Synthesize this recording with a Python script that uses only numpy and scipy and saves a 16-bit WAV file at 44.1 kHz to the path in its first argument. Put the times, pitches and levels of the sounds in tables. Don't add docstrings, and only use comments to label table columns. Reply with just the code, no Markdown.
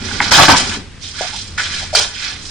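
import sys
import numpy as np
from scipy import signal
from scipy.fft import rfft, irfft
from scipy.io import wavfile

SR = 44100
rng = np.random.default_rng(int(sys.argv[2]) if len(sys.argv) > 2 else 0)


def wrap_up_sound(samples):
    columns = np.atleast_2d(samples).T
    tamed = np.clip(columns, -1, 1)
    steps = np.round(tamed * 32767).astype(np.int16)
    wavfile.write(sys.argv[1], SR, steps)


N = 110250
TIME = np.arange(N) / SR
FREQS = np.maximum(np.arange(N // 2 + 1) * SR / N, 1)

# (frequency [Hz], level per Hz [dB])
CLOTH_SPECTRUM = [(100, -8.5), (200, 0.5), (400, -1.5), (520, -9), (1000, -12.5), (3000, -46)]
# (start [s], rise [s], hold [s], release to -20 dB [s])
CLOTH_MOVE = (-.05, 0.0997, 0.7234, 0.142)
# (start [s], rise [s], hold [s], release [s], level [dB], low edge [Hz], high edge [Hz], pan [dB])
RUBS = [(-.04, 0.139, 0.088, 0.13, -23, 987, 5840, -8), (.208, 0.0104, 0.082, 0.0054, -18, 670, 5500, -5),
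        (.306, 0.0202, 0.1128, .1, -5.5, 702, 6220, -2),
        (0.481, 0.0031, 0.0213, .12, -5.5, 950, 5920, -1.5),
        (0.554, 0.0145, 0.0285, 0.06, -12, 1870, 8800, -1),
        (.60, 0.0302, 0.1238, 0.0629, -20.5, 882, 6530, -1),
        (0.992, 0.0562, 0.0312, 0.1951, -28, 2665, 6500, -5.5),
        (1.119, 0.0992, 0.0696, 0.1277, -22, 1100, 6860, -6.5),
        (1.307, 0.0587, .02, .22, -25, 2880, 6920, -5),
        (1.576, 0.0051, 0.0256, 0.3051, -20.5, 1392, 2110, -3),
        (1.573, 0.0079, 0.084, 0.1949, -22.5, 3100, 6500, -1),
        (1.689, 0.049, 0.054, 0.2279, -21.2, 1500, 6130, -3),
        (1.927, 0.0098, .016, 0.18, -21.5, 2380, 6960, -3),
        (1.947, 0.0065, 0.0392, 0.107, -10, 2696, 7800, -2.5),
        (1.95, 0.0077, 0.0459, 0.1464, -20, 399, 2010, -0.5),
        (2.08, .17, .04, 0.1598, -21.8, 1600, 5000, -5), (2.333, 0.126, .06, 1.46, -31.5, 3360, 8550, -4.5)]
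# (frequency [Hz], level per Hz [dB])
RUB_SPECTRUM = [(150, -7.5), (500, -2.5), (1000, -0.5), (1800, 1.5), (3200, 0), (5000, 0.83), (7000, -3.5),
                (8500, -5), (10000, -7.5)]
FLUTTER_EDGES = (600, 1300, 2400, 4000, 6500)
# (frequency [Hz], level [dB])
SIDE_LEVEL = [(100, -12.5), (300, -8), (600, -4), (1500, -7.5), (2500, -4.5), (5200, -.5), (7000, -3),
              (9000, -5.5)]
# (frequency [Hz], level per Hz [dB])
RUMBLE_SPECTRUM = [(20, -3), (50, -2.5), (68, -6), (88, 4.5), (115, -7), (200, -9), (350, -17), (700, -26),
                   (1800, -21), (5000, -28), (9000, -36.5)]
# (time [s], level [dB])
RUMBLE_LEVEL = [(0, -29), (.3, -27.5), (.72, -28), (.9, -35), (1.05, -35.5), (1.35, -33.5), (1.85, -31.5),
                (2.22, -38.5), (2.45, -32.5)]
# (time [s], peak level [dB], pitch [Hz], skid decay [s])
KNOCK_HITS = [(.111, -16.5, 1500, .005), (.2022, 2, 1800, 0.00227), (.2035, -7, 900, .006),
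              (.318, -6, 818, 0.0045), (.384, -3, 951, 0.00385), (.482, 1.5, 1300, .007),
              (.482, -7, 331.7, 0.0059), (1.2078, -11.5, 720, .005), (1.213, -25, 1600, .03),
              (1.579, -16, 1600, 0.0058), (1.763, -17, 3900, .002), (1.9485, -9, 700, 0.0018),
              (1.949, -6, 1378, .002)]
# (start [s], length [s], level [dB], pitch [Hz], roughness [0-1])
STICK_SLIPS = [(.212, .016, -20, 1720, .18), (0.381, .029, -9.5, 775, .05), (.427, .011, -10.5, 3000, .15),
               (0.493, .008, -4.5, 1006, .06), (0.514, 0.0401, -14, 965.1, .06),
               (.519, 0.0202, -16, 264.2, .1), (1.21, .04, -24.5, 750, .09),
               (1.322, 0.0408, -35, 860, 0.11), (1.572, .04, -23.5, 1750, .16),
               (1.803, 0.0434, -37, 780, .15), (1.929, .012, -20, 640, .17),
               (1.951, 0.00596, -4.5, 4686, 0.04)]
# (start [s], rise [s], hold [s], release [s], level [dB])
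SCUFF_PUSHES = [(0.317, 0.0041, 0.055, 0.1285, -16), (.376, 0.0088, 0.0376, 0.1337, -10),
                (.481, 0.00304, 0.0148, 0.1406, -6.5), (2.179, 0.064, 0.058, 0.26, -39.5)]
# (frequency [Hz], level per Hz [dB])
SHELL_SPECTRUM = [(100, -10), (180, -4), (260, 0.5), (370, -7.5), (520, -9), (780, 1.5), (1000, 2),
                  (1300, -3), (2200, -9.5), (4000, -23), (9000, -43)]

CLOTH_DB = -31.5
RUB_LEAK_DB, SAG_DB_PER_S = -11, 11.5
GRAINS_PER_S, GRAIN_SPREAD_DB, SMOOTH_DB = 1400, 3.5, -4
FLUTTER_DB, FLUTTER_HZ = 2, 45
ECHO_SPAN_S, ECHO_DB = .012, 4
PAN_DB_PER_OCTAVE, CENTRE_HZ = -2, 1100
RING_CYCLES = 13.2
CONTACT_RISE_S, TAP_DB = 0.0013034, 15
KNOCK_LOW_RATIO, KNOCK_TOP_RATIO = 0.531, 1.45
SLIP_WANDER, SLIP_EDGE = 0.16023, 0.297
ROOM_T60_S, ROOM_DB, ROOM_DELAY_S = 0.306, -14.5, .01
DULL_ABOVE_HZ, FULL_SCALE, CUTOFF_HZ = 9976, 1.0, 15900


def from_db(db):
    return 10 ** (np.asarray(db) / 20)


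def rms_one(x):
    return x / np.sqrt(np.mean(x ** 2) + 1e-20)


def colour(x, points):
    hz, db = np.transpose(points)
    gain = from_db(np.interp(np.log(FREQS), np.log(hz), db))
    return irfft(rfft(x) * gain, N)


def cut(x, hz, kind, order=2):
    sos = signal.butter(order, min(hz, SR * .45), kind, fs=SR, output="sos")
    return signal.sosfilt(sos, x)


def wander(hz):
    return rms_one(cut(rng.standard_normal(N), hz, "low"))


def panned(pan_db):
    return rms_one(from_db([[pan_db / 2], [-pan_db / 2]]))


def placed(hz):
    return panned(PAN_DB_PER_OCTAVE * np.log2(hz / CENTRE_HZ))


def widen(pair):
    mid, side = pair[0], colour(pair[1], SIDE_LEVEL)
    return mid + side * np.array([[1], [-1]])


def envelope(start, rise, hold, release):
    t = TIME - start
    speed_up = np.clip(t / max(rise, 1e-3), 0, 1)
    sag_db = SAG_DB_PER_S * np.maximum(t - rise, 0)
    release_db = 20 * np.maximum(t - rise - hold, 0) / release
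    return speed_up * from_db(-sag_db - release_db)


def near_echoes(x, count=12):
    out = x.copy()
    echo_gain = from_db(ECHO_DB) / np.sqrt(count)
    for ch in range(2):
        for share, sign in zip(rng.uniform(.05, 1, count), rng.choice([-1, 1], count)):
            lag = 1 + int(share * ECHO_SPAN_S * SR)
            out[ch, lag:] += sign * echo_gain * x[ch, :-lag]
    return out


def friction():
    catches = rng.random((2, N)) < GRAINS_PER_S / SR
    signs = rng.choice([-1, 1], (2, N))
    sizes = from_db(GRAIN_SPREAD_DB * np.minimum(rng.exponential(1, (2, N)), 5))
    hiss = from_db(SMOOTH_DB) * rng.standard_normal((2, N))
    grain = rfft(near_echoes(rms_one(catches * signs * sizes) + hiss))
    band, out = np.searchsorted(FLUTTER_EDGES, FREQS), 0
    for k in range(len(FLUTTER_EDGES) + 1):
        flutter = from_db(FLUTTER_DB * wander(FLUTTER_HZ))
        out = out + irfft(grain * (band == k), N) * flutter
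    return widen(out)


def trouser_leg():
    start, rise, hold, release = CLOTH_MOVE
    speed_up = np.clip((TIME - start) / rise, 0, 1)
    let_go = from_db(-20 * np.maximum(TIME - start - rise - hold, 0) / release)
    return from_db(CLOTH_DB) * speed_up * let_go * rms_one(colour(friction(), CLOTH_SPECTRUM))


def laces():
    rub, out = colour(friction(), RUB_SPECTRUM), 0
    for start, rise, hold, release, db, low_hz, high_hz, pan_db in RUBS:
        rub = np.roll(rub, SR // 2, axis=1)
        body = cut(rub, low_hz, "high", order=4)
        leak = from_db(RUB_LEAK_DB) * cut(rub[:, ::-1], low_hz / 2, "high", order=1)
        sound = rms_one(cut(body + leak, high_hz, "low", order=2))
        out = out + from_db(db) * panned(pan_db) * envelope(start, rise, hold, release) * sound
    return out


def rumble():
    noise = colour(widen(rng.standard_normal((2, N))), RUMBLE_SPECTRUM)
    level = from_db(np.interp(TIME, *np.transpose(RUMBLE_LEVEL)))
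    return level * rms_one(noise)


def knocks():
    out = 0
    for s, db, hz, skid_s in KNOCK_HITS:
        t = TIME - s - CONTACT_RISE_S
        force = rng.standard_normal(N) * np.exp(-np.abs(t) / np.where(t < 0, CONTACT_RISE_S, skid_s))
        force[int((s + CONTACT_RISE_S) * SR)] += from_db(TAP_DB)
        r, w = from_db(-60 * hz / (RING_CYCLES * SR)), 2 * np.pi * hz / SR
        ring = signal.lfilter([1, 0, -1], [1, -2 * r * np.cos(w), r * r], force + 1e-18)
        ring = cut(ring, KNOCK_TOP_RATIO * hz, "low", order=4)
        ring = cut(ring, KNOCK_LOW_RATIO * hz, "high", order=3)
        out = out + from_db(db) * placed(hz) * ring / np.abs(ring).max()
    return out


def slips():
    out = 0
    for start, length, db, hz, rough in STICK_SLIPS:
        along = (TIME - start) / length
        grip = np.clip(along / SLIP_EDGE, 0, 1) * np.exp(-np.maximum(along - 1, 0) / SLIP_EDGE)
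        pitch = hz * (1 + rough * wander(SLIP_WANDER * hz))
        strength = 1 + .5 * wander(SLIP_WANDER * hz)
        judder = np.sin(2 * np.pi * np.cumsum(pitch) / SR) * strength
        out = out + from_db(db) * placed(hz) * grip * rms_one(judder)
    return out


def scuffs():
    push = 0
    for start, rise, hold, release, db in SCUFF_PUSHES:
        push = push + from_db(db) * envelope(start, rise, hold, release)
    return push * rms_one(colour(friction(), SHELL_SPECTRUM))


def room(x):
    t = TIME[:SR // 2]
    tail = rng.standard_normal((2, len(t))) * from_db(-60 * t / ROOM_T60_S) * (t > ROOM_DELAY_S)
    tail /= np.sqrt(np.sum(tail ** 2, axis=1, keepdims=True))
    return from_db(ROOM_DB) * signal.fftconvolve(x, tail, axes=1)[:, :N]


def scene():
    shoe = trouser_leg() + laces() + knocks() + slips() + scuffs()
    return shoe + room(shoe) + rumble()


def record(dry):
    low_pass = signal.butter(16, DULL_ABOVE_HZ, fs=SR, output="sos")
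    dulled = signal.sosfiltfilt(low_pass, dry)
    clipped = np.clip(dulled, -FULL_SCALE, FULL_SCALE)
    top_cut = signal.ellip(10, .1, 80, CUTOFF_HZ, fs=SR, output="sos")
    return signal.sosfilt(top_cut, clipped)


dry = scene()
out = record(dry)
wrap_up_sound(out)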